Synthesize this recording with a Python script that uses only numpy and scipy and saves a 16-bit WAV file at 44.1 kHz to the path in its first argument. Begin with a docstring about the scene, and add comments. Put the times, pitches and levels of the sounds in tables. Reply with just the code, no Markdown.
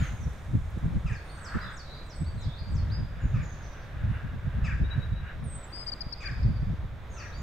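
"""Wind and birds on a rocky shore.

Turbulent gusts buffet the microphone over the steady wash of the sea. A wader pipes close by on the
left, a pipit repeats a falling phrase and small birds whistle further off: gliding, nearly pure tones.
A jackdaw yelps in rasped harmonics, echoed by the rocks. A squawk and a far crow are shaped noise."""
import sys
import numpy as np
from scipy import signal
from scipy.fft import rfft, irfft
from scipy.io import wavfile
from scipy.ndimage import uniform_filter1d, map_coordinates

SR = 44100
rng = np.random.default_rng(int(sys.argv[2]) if len(sys.argv) > 2 else 0)


def dump(signal):
    """Clip the signal to [-1, 1] and save it as 16-bit WAV at the path in sys.argv[1]."""
    limited = np.clip(np.atleast_2d(signal).T, -1, 1)
    pcm = np.round(limited * 32767).astype(np.int16)
    wavfile.write(sys.argv[1], SR, pcm)


N = 327222
TIME = np.arange(N) / SR
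BINS_HZ = np.fft.rfftfreq(N, 1 / SR)

# left-right coherence of all noise but the wind: f/Hz, coherence/0-1
AMBIENT_COHERENCE = [(300, 1), (1200, 0.68), (3000, 0.51), (6000, 0.52), (9500, 1)]


def amp(db):
    """Decibels to gain."""
    return 10 ** (np.asarray(db) / 20)


def unit(x):
    """Scale to rms 1."""
    return x / np.sqrt(np.mean(x ** 2) + 1e-20)


def running_rms(x, samples):
    """Rms over a sliding window."""
    return np.sqrt(abs(uniform_filter1d(x ** 2, size=samples)) + 1e-16)


def spectrum(points, hz):
    """Interpolate a table on a log-frequency axis."""
    table_hz, value = np.transpose(points)
    return np.interp(np.log(hz + 1), np.log(table_hz + 1), value)


def swell(peak_s, db, length_s):
    """Gaussian envelope, length_s wide at 1/e."""
    return amp(db) * np.exp(-(2 * (TIME - peak_s) / length_s) ** 2)


def add(mix, start_s, sound):
    """Mix a sound in at start_s."""
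    start = round(start_s * SR)
    sound = sound[..., max(-start, 0):]
    part = mix[..., max(start, 0):][..., :sound.shape[-1]]
    part += sound[..., :part.shape[-1]]


def delayed(x, delay_s):
    """Delayed copy of equal length."""
    out = np.zeros_like(x)
    add(out, delay_s, x)
    return out


def pan(left_db):
    """Stereo gains for a left-minus-right level."""
    return amp(np.array([[left_db], [-left_db]]) / 2)


def drift(samples, rate_hz):
    """Smooth random motion, rms near 1."""
    knots = rng.standard_normal(int(samples / SR * rate_hz) + 4)
    return map_coordinates(knots, [np.arange(samples) * rate_hz / SR + 1], order=2)


def noise(shape, coherence=AMBIENT_COHERENCE):
    """Partly coherent stereo coloured noise, rms 1."""
    common, left, right = rfft(rng.standard_normal((3, N)))
    share = np.clip(spectrum(coherence, BINS_HZ), 0, 1)
    white = np.sqrt(share) * common + np.sqrt(1 - share) * np.array([left, right])
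    return unit(irfft(white * amp(spectrum(shape, BINS_HZ)), N))


def contour(rows, smooth_samples=300):
    """Smoothed pitch and gain of a note from rows of t/s, f/Hz, level/dB."""
    knots_s, hz, db = np.transpose(rows)
    t = np.arange(knots_s[0], knots_s[-1], 1 / SR)
    return uniform_filter1d(np.interp(t, knots_s, hz), size=smooth_samples), amp(np.interp(t, knots_s, db))


def whistle(hz, gain, waver, flutter_db):
    """Sine with random pitch waver (fraction of hz) and level flutter."""
    turns = np.cumsum(hz * (1 + waver * drift(len(hz), 330))) / SR
    return np.sqrt(2) * gain * amp(flutter_db * drift(len(hz), 150)) * np.sin(2 * np.pi * turns)


def rocks(x, t60_s, onset_s):
    """Scatter from the rocks: sparse taps that build and decay, different in each ear."""
    t = np.arange(SR) / SR
    taps = rng.standard_normal((2, SR)) * (rng.random((2, SR)) < .06)
    taps *= amp(-60 * t / t60_s) * (1 - np.exp(-t / onset_s))
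    taps /= np.linalg.norm(taps, axis=1, keepdims=True)
    return signal.fftconvolve(np.atleast_2d(x), taps, axes=1)[:, :N]


def eddies(shape, samples):
    """Turbulence at the two microphone ports, levelled over a sliding window."""
    # left-right likeness: f/Hz, coherence/0-1
    coherence = [(30, 0.95), (70, 0.94), (140, 0.54), (280, 0.29)]
    turbulence = noise(shape, coherence)
    return turbulence / np.sqrt(uniform_filter1d((turbulence ** 2).mean(0), size=samples))


def wind():
    """Wind on the microphone: deep rumble, flapping that grows with the gusts, dull to crisp buffets."""
    # wind strength: t/s, level/dB
    gusts = [(0, -26), (.06, -34.5), (.44, -40), (.6, -26), (.72, -37.5), (.95, -32), (1.2, -42),
             (1.48, -44), (1.6, -36.5), (1.78, -43.5), (1.95, -41.5), (2.14, -45.5), (2.22, -31.5),
             (2.56, -41), (2.8, -25.5), (3.16, -37.5), (3.34, -28.5), (3.5, -39), (3.88, -41.5),
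             (4.04, -30), (4.34, -36), (4.58, -32), (5.24, -31.5), (5.31, -45.5), (5.42, -33.5),
             (5.58, -34.5), (5.63, -47), (6.02, -49), (6.42, -28), (6.72, -32.5), (7, -38.5)]
    # single buffets: t/s, level/dB, length/s, crisp share/dB
    buffets = [(.269, -24, 0.035, -9), (0.55, -19, 0.03, -2), (0.774, -29.5, 0.017, 0),
               (0.856, -22.5, .05, -6.5), (0.966, -22, 0.047, -5.5), (1.059, -23, 0.028, -25),
               (1.118, -25, 0.04, -11.5), (1.562, -20, 0.026, -3), (2.224, -26, 0.028, -2),
               (2.476, -25.5, 0.04, -11.5), (2.62, -26, 0.014, -17), (2.997, -27.5, 0.036, -4),
               (3.252, -21, 0.033, -7.5), (4.478, -23, 0.017, -14), (4.635, -23.5, 0.039, -17.5),
               (4.827, -20.5, 0.044, -6.5), (4.985, -23, 0.034, -7), (5.128, -23, 0.031, -21),
               (6.07, -28.5, 0.015, -10), (6.488, -22, 0.069, -10), (6.632, -27, 0.022, -6),
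               (6.733, -31.5, 0.034, -4), (6.847, -26, 0.027, -17)]
    # turbulence spectra: f/Hz, density/dB
    rumble_shape = [(12, -10), (28, -5), (60, 5), (110, -5.5), (170, -39.5), (300, -30.5), (1200, -87)]
    flap_shape = [(12, -31), (30, -14.5), (60, -1), (115, 2.5), (190, -7.5), (450, -40.5), (1200, -94)]
    dull_shape = [(15, -25), (40, -1.5), (125, -1.5), (190, -20), (600, -84)]
    crisp_shape = [(20, -25), (70, -5.5), (150, 7), (260, -6.5), (400, -21.5), (650, -29), (1500, -87)]
    stiff_wind_db, flap_db_per_db = -28, 1.82
    strength_db = np.interp(TIME, *np.transpose(gusts))
    dull, crisp = np.zeros((2, N))
    for peak_s, db, length_s, crisp_db in buffets:
        push = swell(peak_s, db, length_s)
        share = min(amp(crisp_db), 1)
        dull += np.sqrt(1 - share ** 2) * push
        crisp += share * push
    rumble = eddies(rumble_shape, samples=5000) * amp(strength_db - 3 + 1.6 * drift(N, 22))
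    flap_db = -30 + flap_db_per_db * (strength_db - stiff_wind_db)
    flapping = eddies(flap_shape, samples=2000) * amp(flap_db + 10.5 * np.tanh(drift(N, 28)))
    buffeting = dull * eddies(dull_shape, samples=900) + crisp * eddies(crisp_shape, samples=700)
    fade_in = np.minimum(TIME / .006, 1)
    return (rumble + flapping + buffeting) * fade_in


def wader():
    """A drawn note breaks into scratchy pips on the left; the cliff repeats them from the right."""
    # notes: t/s, length/s, top f/Hz, last f/Hz, level/dB
    notes = [(5.716, 0.14, 4810, 5000, -41.5), (5.862, 0.044, 4870, 4670, -34),
             (5.916, 0.026, 4830, 4510, -33.5), (6.005, 0.021, 5160, 4330, -34),
             (6.122, 0.0205, 5200, 4110, -34.5), (6.254, 0.026, 4930, 4230, -37.5)]
    # scratchy edge: f/Hz, density/dB
    scratch_shape = [(2500, -33), (3800, 2), (6000, -1), (11000, -39)]
    first_hz, min_rise_s = 4410, .0044
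    pips = np.zeros(N)
    for start_s, length_s, top_hz, last_hz, db in notes:
        t = np.arange(0, length_s, 1 / SR)
        rise_s = min_rise_s + .158 * length_s
        hz = np.interp(t, [0, rise_s, length_s], [first_hz, top_hz, last_hz])
        hz *= 1 + .028 * np.sqrt(min_rise_s / length_s) * drift(len(t), 300)  # short notes wobble more
        gain = amp(db) * signal.windows.tukey(len(t), .4)
        add(pips, start_s, whistle(hz, gain, waver=.003, flutter_db=1))
    effort = running_rms(pips, samples=100) ** 2
    pips += effort * amp(9) * noise(scratch_shape)[0]
    direct = pan(12) * amp(-4.3) * np.array([pips, np.roll(pips, 4)])  # right port: later and weaker
    cliff = amp(-22) * pan(-6) * rocks(delayed(pips, .3), t60_s=.04, onset_s=.002)
    tail = amp(-17.5) * rocks(pips, t60_s=1.3, onset_s=.15)
    tail += amp(-20) * rocks(delayed(pips, .19), t60_s=.7, onset_s=.02)
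    levelling = (running_rms(tail, samples=3000) / running_rms(tail, samples=500)) ** .25
    return direct + cliff + tail * levelling


def pipit():
    """Phrases of a steep fall and an upslur; fainter notes arrive mostly by way of the rocks."""
    # phrases: t/s, sweep level/dB, upslur level/dB, upslur pitch/ratio
    phrases = [(1.075, -60.5, -59, 0.97), (1.39, -56, -58, 1.07), (1.717, -55, -59.5, 1.02),
               (2.041, -60, -58, 0.99), (2.362, -60, -57.5, 1.04), (2.699, -58.5, -54, 1.06),
               (7.118, -58, -57.5, 1.01)]
    # note contours within a phrase: t/s, f/Hz, level/dB
    sweep = [(-.016, 5700, -6), (0, 8650, -19), (.03, 8050, -6), (.047, 7200, -6.5), (.061, 5760, 2.5),
             (.078, 4850, 2.5), (.096, 4370, 5), (.11, 4210, -22)]
    upslur = [(.203, 3410, -4), (.216, 4200, -3), (.228, 4637, 5), (.256, 4645, -2.5), (.275, 4720, -27)]
    full_direct_db = -57.5
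    song, direct = np.zeros((2, N))
    for phrase_s, sweep_db, upslur_db, upslur_pitch in phrases:
        for note, db, pitch in ((sweep, sweep_db, 1), (upslur, upslur_db, upslur_pitch)):
            hz, gain = contour(note)
            tone = amp(db - 1) * whistle(hz * pitch, gain, waver=.009, flutter_db=3)
            start_s = phrase_s + note[0][0]
            add(song, start_s, tone)
            add(direct, start_s, tone * min(amp(db - full_direct_db), 1))
    near_rocks = amp(-3.5) * rocks(song, t60_s=.2, onset_s=.004)
    tail = amp(-2) * rocks(song, t60_s=.7, onset_s=.008)
    return direct * pan(-2.1) + near_rocks + tail


def jackdaw():
    """Rattled harmonics fall through a fixed throat; rocks mirror the body and smear the overtones."""
    # calls: t/s, level/dB, pitch/ratio, echo/dB, tilt/(dB/octave)
    yelps = [(1.06, -51, 1.04, 0.5, -6), (3.341, -55, 0.99, 1, -13.5), (4.642, -46.5, 1.01, -0.5, -5),
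             (6.203, -51, .98, 4.5, -4), (7.165, -56.5, 1.06, 5.5, -9.5)]
    # one yelp, breaking downward halfway: t/s, f/Hz, level/dB
    yelp_contour = [(0, 1325, -7), (.006, 1300, 2), (.031, 1129, 3.5), (.034, 980, 1), (.042, 893, 6),
                    (.056, 800, 4), (.074, 764, 2.5), (.092, 730, -23)]
    # throat response: f/Hz, gain/dB
    throat = [(700, -39), (1250, -9.5), (1600, 0.5), (2550, 0.5), (3100, -4), (3800, -17), (4300, -15),
              (4850, -4.5), (5500, -11.5), (7200, -12), (10000, -32.5)]
    # rock faces: delay/s, gain/dB
    reflections = [(.027, -6), (0.051, -3.5), (.086, -10.5)]
    rattle_hz, mirror_below_hz = 310., 3060
    harmonic = np.arange(1, 9)[:, None]
    lowpass = signal.butter(4, mirror_below_hz, fs=SR, output="sos")
    voice, thrown, echoes = np.zeros((3, N))
    for start_s, db, pitch, echo_db, tilt_db_per_octave in yelps:
        hz, gain = contour(yelp_contour, smooth_samples=120)
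        slack_db = -70 * np.maximum(np.log2(1150 / hz), 0)  # overtones fade as the pitch sags
        hz = hz * pitch * (1 + .017 * drift(len(hz), 900))
        tilt_db = tilt_db_per_octave * np.log2(harmonic / 2)
        colour = amp(spectrum(throat, harmonic * hz) + tilt_db + slack_db * (harmonic > 2))
        tone = (colour * np.sin(2 * np.pi * harmonic * np.cumsum(hz) / SR)).sum(0)
        rattle = 1 + whistle(np.full(len(hz), rattle_hz), gain=.3, waver=.3, flutter_db=1)
        call = amp(db) * gain * unit(rattle * tone)
        add(voice, start_s, call)
        add(thrown, start_s, call * amp(echo_db))
        for delay_s, rock_db in reflections:
            add(echoes, start_s + delay_s, signal.sosfilt(lowpass, call) * amp(echo_db + rock_db))
    echoes = rocks(echoes, t60_s=.02, onset_s=.001)[0]
    hoarseness = amp(-15.5) * running_rms(voice + echoes, samples=800) * noise(throat)
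    scatter = amp(-6.5) * rocks(thrown, t60_s=.13, onset_s=.021)
    scatter += amp(-1.5) * rocks(thrown, t60_s=1., onset_s=.017)
    return (voice + echoes + hoarseness) * pan(2.2) + scatter


def hoarse_calls():
    """A far crow's caw and an opening squawk: swells of throbbing noise, each shaped by a throat."""
    # envelopes: peak t/s, level/dB, length/s
    caw = (1.596, -40.5, 0.35)
    squawk = (0.0063, -42.5, 0.23)
    # throat responses: f/Hz, gain/dB
    caw_throat = [(600, -30), (1000, -12.5), (1300, -5.5), (1650, -4.5), (1950, -13.5), (2300, -22.5),
                  (10000, -52)]
    squawk_throat = [(900, -17), (1400, 4.5), (3000, -5), (4500, -16), (11000, -33)]
    calls = np.zeros((2, N))
    for envelope, throat in ((caw, caw_throat), (squawk, squawk_throat)):
        throbbing = unit(noise(throat) * amp(drift(N, 130)))
        calls += throbbing * swell(*envelope)
    return calls


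def seep():
    """A thin call dives to a sagging pitch, swells twice and drops; the cliff returns it blurred."""
    # envelope within the call: t/s, level/dB
    swells = [(0, -10), (.12, 3.5), (.19, -13), (.208, 1), (.225, -13), (.245, -14)]
    start_s, length_s, held_hz, sag_hz_per_s = 5.434, .245, 8460, 2500
    t = np.arange(0, length_s, 1 / SR)
    dive_hz = 1210 * np.exp(-(t / .032) ** 2)
    drop_hz = 815 * np.exp((t - length_s) / .024)
    hz = held_hz - sag_hz_per_s * t + dive_hz - drop_hz
    gain = amp(-50.5 + np.interp(t, *np.transpose(swells))) * signal.windows.tukey(len(t), .1)
    call = np.zeros(N)
    add(call, start_s, whistle(hz, gain, waver=.0043, flutter_db=2))
    cliff = amp(-13.5) * rocks(delayed(call, .21), t60_s=.31, onset_s=.03)
    tail = amp(-14) * rocks(call, t60_s=1.1, onset_s=.011)
    return (call + cliff[0] + tail[0]) * pan(-2.6)


def glides(notes, waver, t60_s):
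    """Whistles that swell and fade between two pitches; more echo, more blur."""
    direct, thrown = np.zeros((2, 2, N))
    for start_s, length_s, first_hz, last_hz, db, left_db, echo_db in notes:
        hz = np.geomspace(first_hz, last_hz, int(length_s * SR))
        gain = amp(db) * signal.windows.tukey(len(hz), .7)
        note = pan(left_db) * whistle(hz, gain, waver * amp(min(echo_db, 0)), flutter_db=2.5)
        add(direct, start_s, note)
        add(thrown, start_s, note * amp(echo_db))
    return amp(-3) * direct + rocks(thrown, t60_s, onset_s=.004)


def far_birds():
    """Three birds among the rocks: peeps on the left, a slurred song, falling whistles mostly right."""
    # notes: t/s, length/s, first f/Hz, last f/Hz, level/dB
    peep_notes = [(4.826, 0.064, 3700, 3900, -56), (4.897, 0.06, 3850, 3890, -44),
                  (4.998, 0.062, 3820, 3900, -52.5), (5.11, 0.118, 3800, 3920, -57.5)]
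    slur_notes = [(1.573, 0.14, 4280, 3230, -57.5), (1.788, 0.26, 4015, 3975, -58.5),
                  (2.359, 0.095, 4190, 3590, -56.5), (2.437, .14, 3206, 4045, -59),
                  (2.51, .2, 4010, 4960, -60.5)]
    # falling notes: t/s, length/s, first f/Hz, last f/Hz, level/dB, left-right/dB, echo/dB
    slide_notes = [(-.03, 0.14, 7330, 5920, -55, -5, -2), (.19, 0.078, 6650, 5320, -60, -11, -5.5),
                   (1.21, 0.28, 9330, 7880, -63, -1, -2), (1.392, 0.12, 8140, 7340, -60.5, -2, -2),
                   (2.13, .15, 8150, 7860, -58, -2, -5.5), (3.183, 0.12, 7210, 6240, -67.5, -7, 2),
                   (3.389, 0.18, 7220, 6000, -62, -9, -0.5), (3.608, 0.071, 6600, 5600, -64.5, -14, 4),
                   (4.06, 0.17, 9450, 8900, -79, 1, -11), (5.22, 0.37, 5680, 5560, -80, -2, -4.5),
                   (7.09, 0.085, 6670, 6300, -58.5, -2, 0), (7.12, 0.15, 6100, 5660, -58, 6.5, -1),
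                   (7.36, 0.097, 7150, 6070, -60, -3, -3)]
    peep_left_db, peep_echo_db = 10.5, -11.5
    slur_left_db, slur_echo_db = -2.5, 8.5
    peeps = glides([(*row, peep_left_db, peep_echo_db) for row in peep_notes], waver=.008, t60_s=1.3)
    slurs = glides([(*row, slur_left_db, slur_echo_db) for row in slur_notes], waver=.035, t60_s=.45)
    slides = glides(slide_notes, waver=.0253, t60_s=.79)
    return peeps + amp(-3.5) * slurs + slides


def chips():
    """A bird's run of six faint falling chips, buzzing with a fast pitch wobble."""
    start_s, period_s, length_s = 3.325, .092, .09
    first_hz, last_hz, buzz_hz = 5700, 4730, 142.4
    t = np.arange(0, length_s, 1 / SR)
    hz = np.linspace(first_hz, last_hz, len(t)) * (1 + .15 * np.sin(2 * np.pi * buzz_hz * t))
    gain = amp(-68.5) * np.sin(np.pi * t / length_s)
    run = np.zeros(N)
    for k in range(6):
        add(run, start_s + k * period_s, whistle(hz, gain, waver=.048, flutter_db=4))
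    return run + rocks(run, t60_s=.34, onset_s=.0032)


def flock():
    """Many far birds blurred into one wavering band that grows, then stops."""
    start_s, end_s, fade_s, growth_db_per_s = 2.8, 5.4, .089, 2.56
    gate = np.clip(np.minimum(TIME - start_s, end_s - TIME) / fade_s, 0, 1)
    # summed voices: f/Hz, density/dB
    band = [(900, -16.5), (1620, 7), (2100, -8), (2950, -7.5), (3500, -79)]
    db = -58.5 + growth_db_per_s * (TIME - start_s) + 4.3 * drift(N, 13)
    return noise(band) * gate * amp(db)


def sea():
    """Even wash of far surf and a faint low drone."""
    # surf spectrum: f/Hz, density/dB
    surf_shape = [(25, 1.5), (145, -8), (220, -15), (370, -19.5), (580, -15.5), (740, -19), (1600, -20.5),
                  (2350, -26), (2900, -33), (3650, -29), (4400, -39.5), (6500, -44.5), (9500, -53),
                  (15500, -53.5)]
    wash = noise(surf_shape) * amp(-44 + .8 * drift(N, 6.2)) * pan(-1.86)
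    drone = whistle(hz=np.full(N, 145.), gain=amp(-58), waver=.02, flutter_db=1)
    return wash + drone


def crackle():
    """Faint hiss with tiny ticks, thinning out from the start."""
    # two sharper ticks: t/s, level/dB, centre f/Hz
    ticks = [(.3337, -55, 10000), (.7034, -52, 14000)]
    hiss_shape = [(2500, -6), (6500, 15), (15000, -3)]  # f/Hz, density/dB
    fade_s, decay_s, initial_clicks_per_s = 1.8, .0008, 22
    fade = np.exp(-TIME / fade_s)
    clicks = (rng.random(N) < initial_clicks_per_s * fade / SR) * rng.random(N) * fade
    bursts = signal.lfilter([1], [1, -np.exp(-1 / (decay_s * SR))], clicks)
    hiss = (amp(-58) * bursts + amp(-66.5) * fade) * noise(hiss_shape)
    t = np.arange(0, 10 * decay_s, 1 / SR)
    for start_s, db, hz in ticks:
        band = drift(len(t), 7000) * np.sqrt(2) * np.sin(2 * np.pi * hz * t)
        add(hiss, start_s, amp(db) * np.exp(-t / decay_s) * band)
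    return hiss


def scene():
    """Harsh calls, wind, background and whistling birds, in stereo."""
    harsh_calls = hoarse_calls() + jackdaw()
    ambience = wind() + sea() + flock() + crackle()
    whistlers = pipit() + chips() + wader() + seep() + far_birds()
    return harsh_calls + ambience + whistlers


def record(dry):
    """The device's own faint whine, then its band limit."""
    whine_hz, cutoff_hz = 13950., 15750
    whine = whistle(np.full(N, whine_hz), amp(-91), waver=.001, flutter_db=1)
    lowpass = signal.firwin(511, cutoff_hz, window=("kaiser", 9), fs=SR)
    return signal.oaconvolve(dry + whine, lowpass[None], "same")


dry = scene()
out = record(dry)
dump(out)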